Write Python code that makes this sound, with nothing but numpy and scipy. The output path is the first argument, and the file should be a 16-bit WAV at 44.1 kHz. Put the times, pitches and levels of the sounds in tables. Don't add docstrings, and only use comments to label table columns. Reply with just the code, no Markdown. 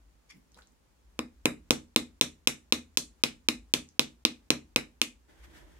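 import sys
import numpy as np
from scipy import signal
from scipy.fft import rfft, irfft, next_fast_len
from scipy.io import wavfile

SR = 44100
rng = np.random.default_rng(int(sys.argv[2]) if len(sys.argv) > 2 else 0)


def level_to_linear(level):
    exponent = np.asarray(level, float) / 20
    return 10 ** exponent


def file_out(sig):
    cols = np.atleast_2d(sig).T
    lim = np.clip(cols, -1, 1)
    pcm = np.round(lim * 32767).astype(np.int16)
    wavfile.write(sys.argv[1], SR, pcm)


N = 255416
FORCE_N = 200
SCENE_CHANGE_S = 5.275

# start in seconds, then levels in dB of blade ring, pot thump,
# handle ring and slap brightness.
BLOWS = [(1.1912, -24, -34, -36.5, -39), (1.4564, -11.5, -27.5, -27.5, -27.5),
         (1.707, -14.5, -25, -20, -25), (1.9615, -12.5, -29, -19.5, -24.5),
         (2.2118, -14, -31.5, -17.5, -22), (2.4733, -11.5, -31.5, -20, -20),
         (2.7235, -13, -31.5, -19.5, -24.5), (2.9727, -19.5, -37, -20.5, -23),
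         (3.237, -12.5, -31, -19.5, -25.5), (3.4866, -14, -30.5, -20, -25),
         (3.7383, -14, -31.5, -20, -23.5), (3.9943, -13, -30.5, -19, -27.5), (4.251, -18.5, -33, -18, -27),
         (4.5042, -15, -28, -20, -25.5), (4.761, -12.5, -30, -21, -25), (5.016, -14.5, -38.5, -22.5, -24)]


def paddle():
    # frequency in Hz, level in dB, t60 in seconds, left minus right in dB.
    knock_modes = [(754.4, -0.5, 0.0059, 1.3), (1026, -1, 0.024, 9.5), (1220, 3, 0.0073, 1),
                   (1750, -10.5, 0.0024, 1.6)]
    blade_modes = [(2087, -11.5, 0.032, -2), (2545, 1, 0.015, 7.5), (2792, -4.5, 0.023, 2),
                   (2810, 7.5, 0.0062, -0.5)]
    handle_modes = [(3573, 7, 0.0068, -1.5), (3976, 3.5, .01, 3), (4430, 6, 0.0032, 0),
                    (5220, 0.5, 0.0089, -6.5), (6034, -5.5, 0.0035, -18)]
    slap_modes = [(6823, 5, 0.0021, -21), (8240, -0.5, 0.0056, -14.5), (8650, 4.5, 0.0019, -7.5),
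                  (10380, -6.5, 0.0043, -11), (12230, 2.5, 0.00067, -3), (15200, -7, 0.0054, 0.5)]
    # low edge in Hz, high edge in Hz, level in dB.
    spans = [(648, 2300, 0.5), (1930, 6700, 11), (3280, 6000, 4), (6360, 16000, 17)]
    blade_db, thump_db, handle_db, slap_db = np.array(BLOWS)[:, 1:].T
    knock_db = -26 + 0.1 * (blade_db - blade_db.mean()) + 0.3 * (thump_db - thump_db.mean())
    groups = [(knock_modes, knock_db), (blade_modes, blade_db - 3),
              (handle_modes, handle_db + 6.5), (slap_modes, slap_db + 5)]
    direct, spread = np.zeros((2, N)), np.zeros(N)
    shape = rattle(0.00012, rough=0.5)
    click = rattle(1e-6, rough=0)
    for (modes, level_db), (low_hz, high_hz, span_db) in zip(groups, spans):
        group = np.zeros((2, N))
        for k, (hz, db, t60, pan_db) in enumerate(modes):
            mode = ring(contacts(level_db + db, hz, shape), hz, t60)
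            group += (-1) ** k * mode * leaning(pan_db)
        direct += high_pass(group, 0.71 * low_hz)
        push = contacts(level_db + span_db, low_hz, click) + 1e-9 * direct[0]
        spread = -spread + band_pass(push, low_hz, high_hz, order=2)
    direct += band_pass(contacts(blade_db + 10, 2000, click) + 1e-18, 1150, 4100, order=1)
    direct += high_pass(contacts(slap_db + 7, 4000, click), 1300) * leaning(2)
    mode_share = -0.08
    return direct, spread + mode_share * direct[1]


def contacts(level_db, hz, shape):
    turn = np.exp(-2j * np.pi * hz * np.arange(FORCE_N) / SR)
    shape = shape / np.maximum(np.abs(shape @ turn), 1)[:, None]
    scatter_db = rng.normal(0, 1.5, len(BLOWS))
    force = np.zeros(N)
    for s, gain, one in zip(np.array(BLOWS)[:, 0], level_to_linear(level_db + scatter_db), shape):
        at = round(s * SR)
        force[at:at + FORCE_N] += gain * one
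    return force


def rattle(length_s, rough):
    t = np.arange(FORCE_N) / SR
    uneven = 1 - rough + rough * rng.standard_normal((len(BLOWS), FORCE_N))
    shape = np.exp(-t / length_s) * uneven
    shape[:, 0] = 2
    return shape


def pot():
    # frequency in Hz, level in dB, t60 in seconds.
    body_modes = [(79.5, -14.5, 0.85), (144.6, -12.5, 0.27), (181.2, -24.5, 0.45), (243.2, -7, 0.13),
                  (261.3, -12.5, 0.24), (304.7, 2, 0.047), (317.3, -8.5, 0.029), (420, -2, 0.033),
                  (478.4, 3.5, 0.022), (520, -24, 0.017)]
    thump_db = np.array(BLOWS)[:, 2] + 4
    push = rattle(0.0001, rough=0)
    body = sum(ring(contacts(thump_db + db, hz, push), hz, t60) for hz, db, t60 in body_modes)
    return high_pass(high_pass(body, 29), 180)


def turned_room(x):
    places = 3
    place = np.searchsorted(np.array(BLOWS)[:, 0] - 0.01, np.arange(N) / SR) % places
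    wet = sum(room(x * (place == k)) for k in range(places))
    return signal.sosfilt(signal.cheby2(8, 30, 16300, fs=SR, output="sos"), wet)


def room(x):
    # frequency in Hz, tail level in dB, t60 in seconds, left-right likeness from 0 to 1.
    tail = [(106, -18, 0.062, 0.37), (247, -20.5, 0.32, 1), (546, -27.5, 0.21, 0.074),
            (1390, -9.5, 0.19, 0), (2700, -5.5, 0.21, 0.2), (4960, -8, .19, 0.053), (8360, -19, 0.23, 0),
            (14200, -24.5, 0.048, 0)]
    t, echo = np.arange(SR // 2) / SR, 0
    edges = 50 * 2 ** np.arange(0, 8.6, 0.5)
    for low, high in zip(edges, edges[1:]):
        hz = np.sqrt(low * high)
        mid, side = band_pass(rng.standard_normal((2, len(t))), low, high, order=2)
        t60 = at_hz(tail, hz, order=2)
        build = 1 - np.exp(-t / 0.00033)
        fall = np.exp(-np.log(1000) * t / t60) * build / np.sqrt(t60 * SR / 28)
        echo = echo + level_to_linear(at_hz(tail, hz) + 11.5) * fall * pair(mid, side, at_hz(tail, hz, order=3))
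    return signal.fftconvolve(x[None], echo, axes=1)[:, :N]


def ticks():
    # start in seconds, peak in dB, frequency in Hz.
    fingertips = [
        (0.295, -56, 5800),
        (0.303, -58, 5150),
        (0.304, -56, 2310),
        (0.319, -47, 2160),
        (0.545, -55, 4100),
        (0.567, -50, 485),
        (0.574, -50, 910),
        (0.589, -45, 1470),
        (0.621, -65, 571),
    ]
    # start in seconds, peak in dB, frequency in Hz.
    crumbs = [(0.3764, -64, 9800), (0.5192, -49, 6360), (0.5447, -43, 4600), (0.5447, -54, 9500),
              (0.589, -52, 6300), (0.6115, -53, 7440), (0.6214, -43, 4000), (0.6724, -46.5, 6900),
              (0.7214, -58, 7310), (1.6294, -67, 8300), (1.8844, -59.5, 5480), (3.6594, -69, 8160),
              (3.688, -63, 7310), (3.8891, -39.5, 6400), (3.8974, -76, 6220)]
    out = np.zeros(N)
    for rows, t60 in (fingertips, 0.0095), (crumbs, 0.002):
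        for s, db, hz in rows:
            click = np.zeros(2000)
            click[0] = level_to_linear(db + 3)
            neighbours = ring(click, 0.75 * hz, t60 / 2) + ring(click, 1.3 * hz, t60 / 2)
            out[round(s * SR):][:2000] += ring(click, hz, t60) - 0.4 * neighbours
    return out


def hands():
    # frequency in Hz, level in dB per Hz.
    scuff_colour = [(350, -75), (600, -28), (1080, -4.5), (1430, -12), (2270, 3.5), (2650, -16), (3480, 0),
                    (3940, -25), (4460, -5), (5710, -4.5), (6120, -14), (6830, -8), (7830, -18),
                    (10500, -18), (16000, -37)]
    brush_colour = [(290, -31), (500, -5), (718, -17), (807, -12), (1480, -16.5), (2070, -20), (4600, -27),
                    (7420, -22.5), (16000, -41)]
    bump_colour = [(90, -14), (150, 7), (280, 2), (450, -11.5), (800, -29)]
    # time of the peak in seconds, peak in dB, rise in dB per second, fall in dB per second.
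    scuffs = [
        (.303, -50, 1803, 445),
    ]
    brushes = [
        (.572, -58, 1490, 300),
        (.593, -63, 880, 400),
    ]
    bumps = [
        (.368, -58.5, 248, 202),
        (.585, -65, 152, 400),
        (.731, -67.5, 400, 450),
    ]
    scuff = swells(scuffs) * coloured(scuff_colour, patchy_db=2.5, rate=140)
    brush = swells(brushes) * coloured(brush_colour, patchy_db=4, rate=150)
    return scuff + brush + swells(bumps) * coloured(bump_colour, patchy_db=-0.5, rate=50)


def rubbing():
    # frequency in Hz, level in dB per Hz.
    rub_colour = [(410, -41), (700, -12), (1050, -18), (1160, -12), (1810, -4), (2630, -13.5), (3330, -11),
                  (4010, -17.5), (6280, -18), (15200, -28), (16500, -43.5)]
    drone_colour = [(59, -53), (100, -8), (162, -0.5), (257, -6), (327, 5), (412, -7.5), (524, -8),
                    (612, -4.5), (687, -12), (1000, -7.5), (1300, -26), (2200, -120)]
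    # time of the peak in seconds, peak in dB, rise in dB per second, fall in dB per second.
    strokes = [
        (5.446, -59, 350, 250),
        (5.57, -56, 250, 135),
    ]
    drone_swell = [
        (5.6, -59, 30.5, 50),
    ]
    rub = coloured(rub_colour, patchy_db=1, rate=30)
    drone = coloured(drone_colour, patchy_db=1, rate=12)
    rub_gain = np.maximum(level_to_linear(-66.5), swells(strokes))
    drone_gain = np.maximum(level_to_linear(-65.5), swells(drone_swell))
    return second_scene() * (rub_gain * rub + drone_gain * drone)


def second_scene():
    fade_s = 0.02
    return np.clip((np.arange(N) / SR - SCENE_CHANGE_S) / fade_s, 0, 1)


def background():
    # frequency in Hz, level in dB per Hz.
    rumble_colour = [(12, -77.5), (20, -36), (24, -10.5), (35, -11.5), (54, 12), (74, -0.5), (92, -28),
                     (140, -27.5), (180, -48), (310, -120)]
    hiss_colour = [(59, -26.5), (100, 3), (119, 0), (297, -1.5), (529, -7), (684, -9), (745, -9.5),
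                   (865, -7.5), (1410, -12), (1540, -12), (3620, -17.5), (6730, -18), (12800, -25.5),
                   (15100, -25.5), (16500, -30)]
    whine_colour = [(6400, -28.5), (6750, -8.5), (6950, -0.5), (7150, -3.5), (7500, -28.5), (9600, -36),
                    (10000, -7.5), (10400, -32.5)]
    # time of the peak in seconds, peak in dB, rise in dB per second, fall in dB per second.
    shakes = [
        (1.4, -59, 41, 7.5),
        (3.64, -67, 7, 25),
        (4.66, -64, 11.5, 9),
    ]
    whine_swells = [
        (.5, -91, 15, 30),
        (3.15, -84, 6, 14),
        (5.6, -94, 30, 5),
    ]
    rumble = coloured(rumble_colour, patchy_db=1.5, rate=3)
    hiss = coloured(hiss_colour, patchy_db=0.4, rate=8)
    whine = coloured(whine_colour, patchy_db=1.5, rate=10)
    growth_db = 18 * np.maximum(np.arange(N) / SR - SCENE_CHANGE_S, 0) + 4 * second_scene()
    rumble_gain = np.maximum(level_to_linear(-65 + growth_db), swells(shakes))
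    whine_gain = np.maximum(level_to_linear(-97), swells(whine_swells))
    return rumble_gain * rumble + level_to_linear(-70) * hiss + whine_gain * whine


def ring(clicks, hz, t60):
    r, w = np.exp(-np.log(1000) / (t60 * SR)), 2 * np.pi * hz / SR
    return signal.lfilter([0, np.sin(w)], [1, -2 * r * np.cos(w), r * r], clicks + 1e-18)


def high_pass(x, hz):
    return signal.sosfilt(signal.butter(2, hz, "high", fs=SR, output="sos"), x)


def band_pass(x, low_hz, high_hz, order):
    return signal.sosfilt(signal.butter(order, [low_hz, high_hz], "band", fs=SR, output="sos"), x)


def leaning(pan_db):
    return level_to_linear(np.array([[pan_db], [-pan_db]]) / 2)


def swells(rows):
    t = np.arange(N) / SR
    return sum(level_to_linear(db - np.where(t < s, rise * (s - t), fall * (t - s))) for s, db, rise, fall in rows)


def coloured(spectrum, patchy_db, rate):
    # frequency in Hz, left-right likeness from 0 to 1.
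    likeness = [(60, .92), (130, .55), (290, .4), (640, .05), (1400, 0)]
    size = next_fast_len(N)
    hz = np.fft.rfftfreq(size, 1 / SR) + 1
    mid, side = rfft(rng.standard_normal((2, N)), size) * level_to_linear(at_hz(spectrum, hz))
    noise = irfft(pair(mid, side, at_hz(likeness, hz)), size)[:, :N]
    return rms_one(noise * level_to_linear(patchy_db * drift(rate)))


def pair(mid, side, alike):
    alike = np.clip(alike, -1, 1)
    return np.sqrt(1 + alike) * mid + np.sqrt(1 - alike) * side * [[1], [-1]]


def drift(rate):
    r = np.exp(-80 * np.pi * rate / SR)
    slow = signal.lfilter([1], [1, -2 * r, r * r], rng.standard_normal(N // 40 + 2002))[2000:]
    return np.interp(np.arange(N) / 40, np.arange(len(slow)), rms_one(slow))


def at_hz(points, hz, order=1):
    points = np.array(points)
    return np.interp(np.log(hz), np.log(points[:, 0]), points[:, order])


def rms_one(x):
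    return x / np.sqrt(np.mean(x ** 2) + 1e-20)


def scene():
    (wood, spread), body, clicks = paddle(), pot(), ticks()
    left_lag = 4
    heard = np.array([np.roll(wood[0] + body + clicks, left_lag), wood[1] + body + clicks])
    echoes = turned_room(spread + body + level_to_linear(-10) * clicks)
    return heard + echoes + hands() + rubbing() + background()


def roll_off(x):
    return signal.sosfilt(signal.butter(12, 17060, fs=SR, output="sos"), x)


def record(dry):
    duck_from_db, ceiling = -28, 0.9
    ahead = round(0.014 * SR)
    duck_db = np.zeros(N)
    for s, _, _, handle_db, _ in BLOWS:
        at = round(s * SR) - 2
        duck_db[at - ahead:at] = 2 * min(duck_from_db - handle_db, 0) * np.minimum(np.linspace(0, 1.5, ahead), 1)
    x = dry * level_to_linear(duck_db)
    x = x / (1 + (x / ceiling) ** 6) ** (1 / 6)
    x = signal.sosfilt(signal.cheby2(10, 50, 17100, fs=SR, output="sos"), x)
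    return roll_off(x)


dry = scene()
out = record(dry)
file_out(out)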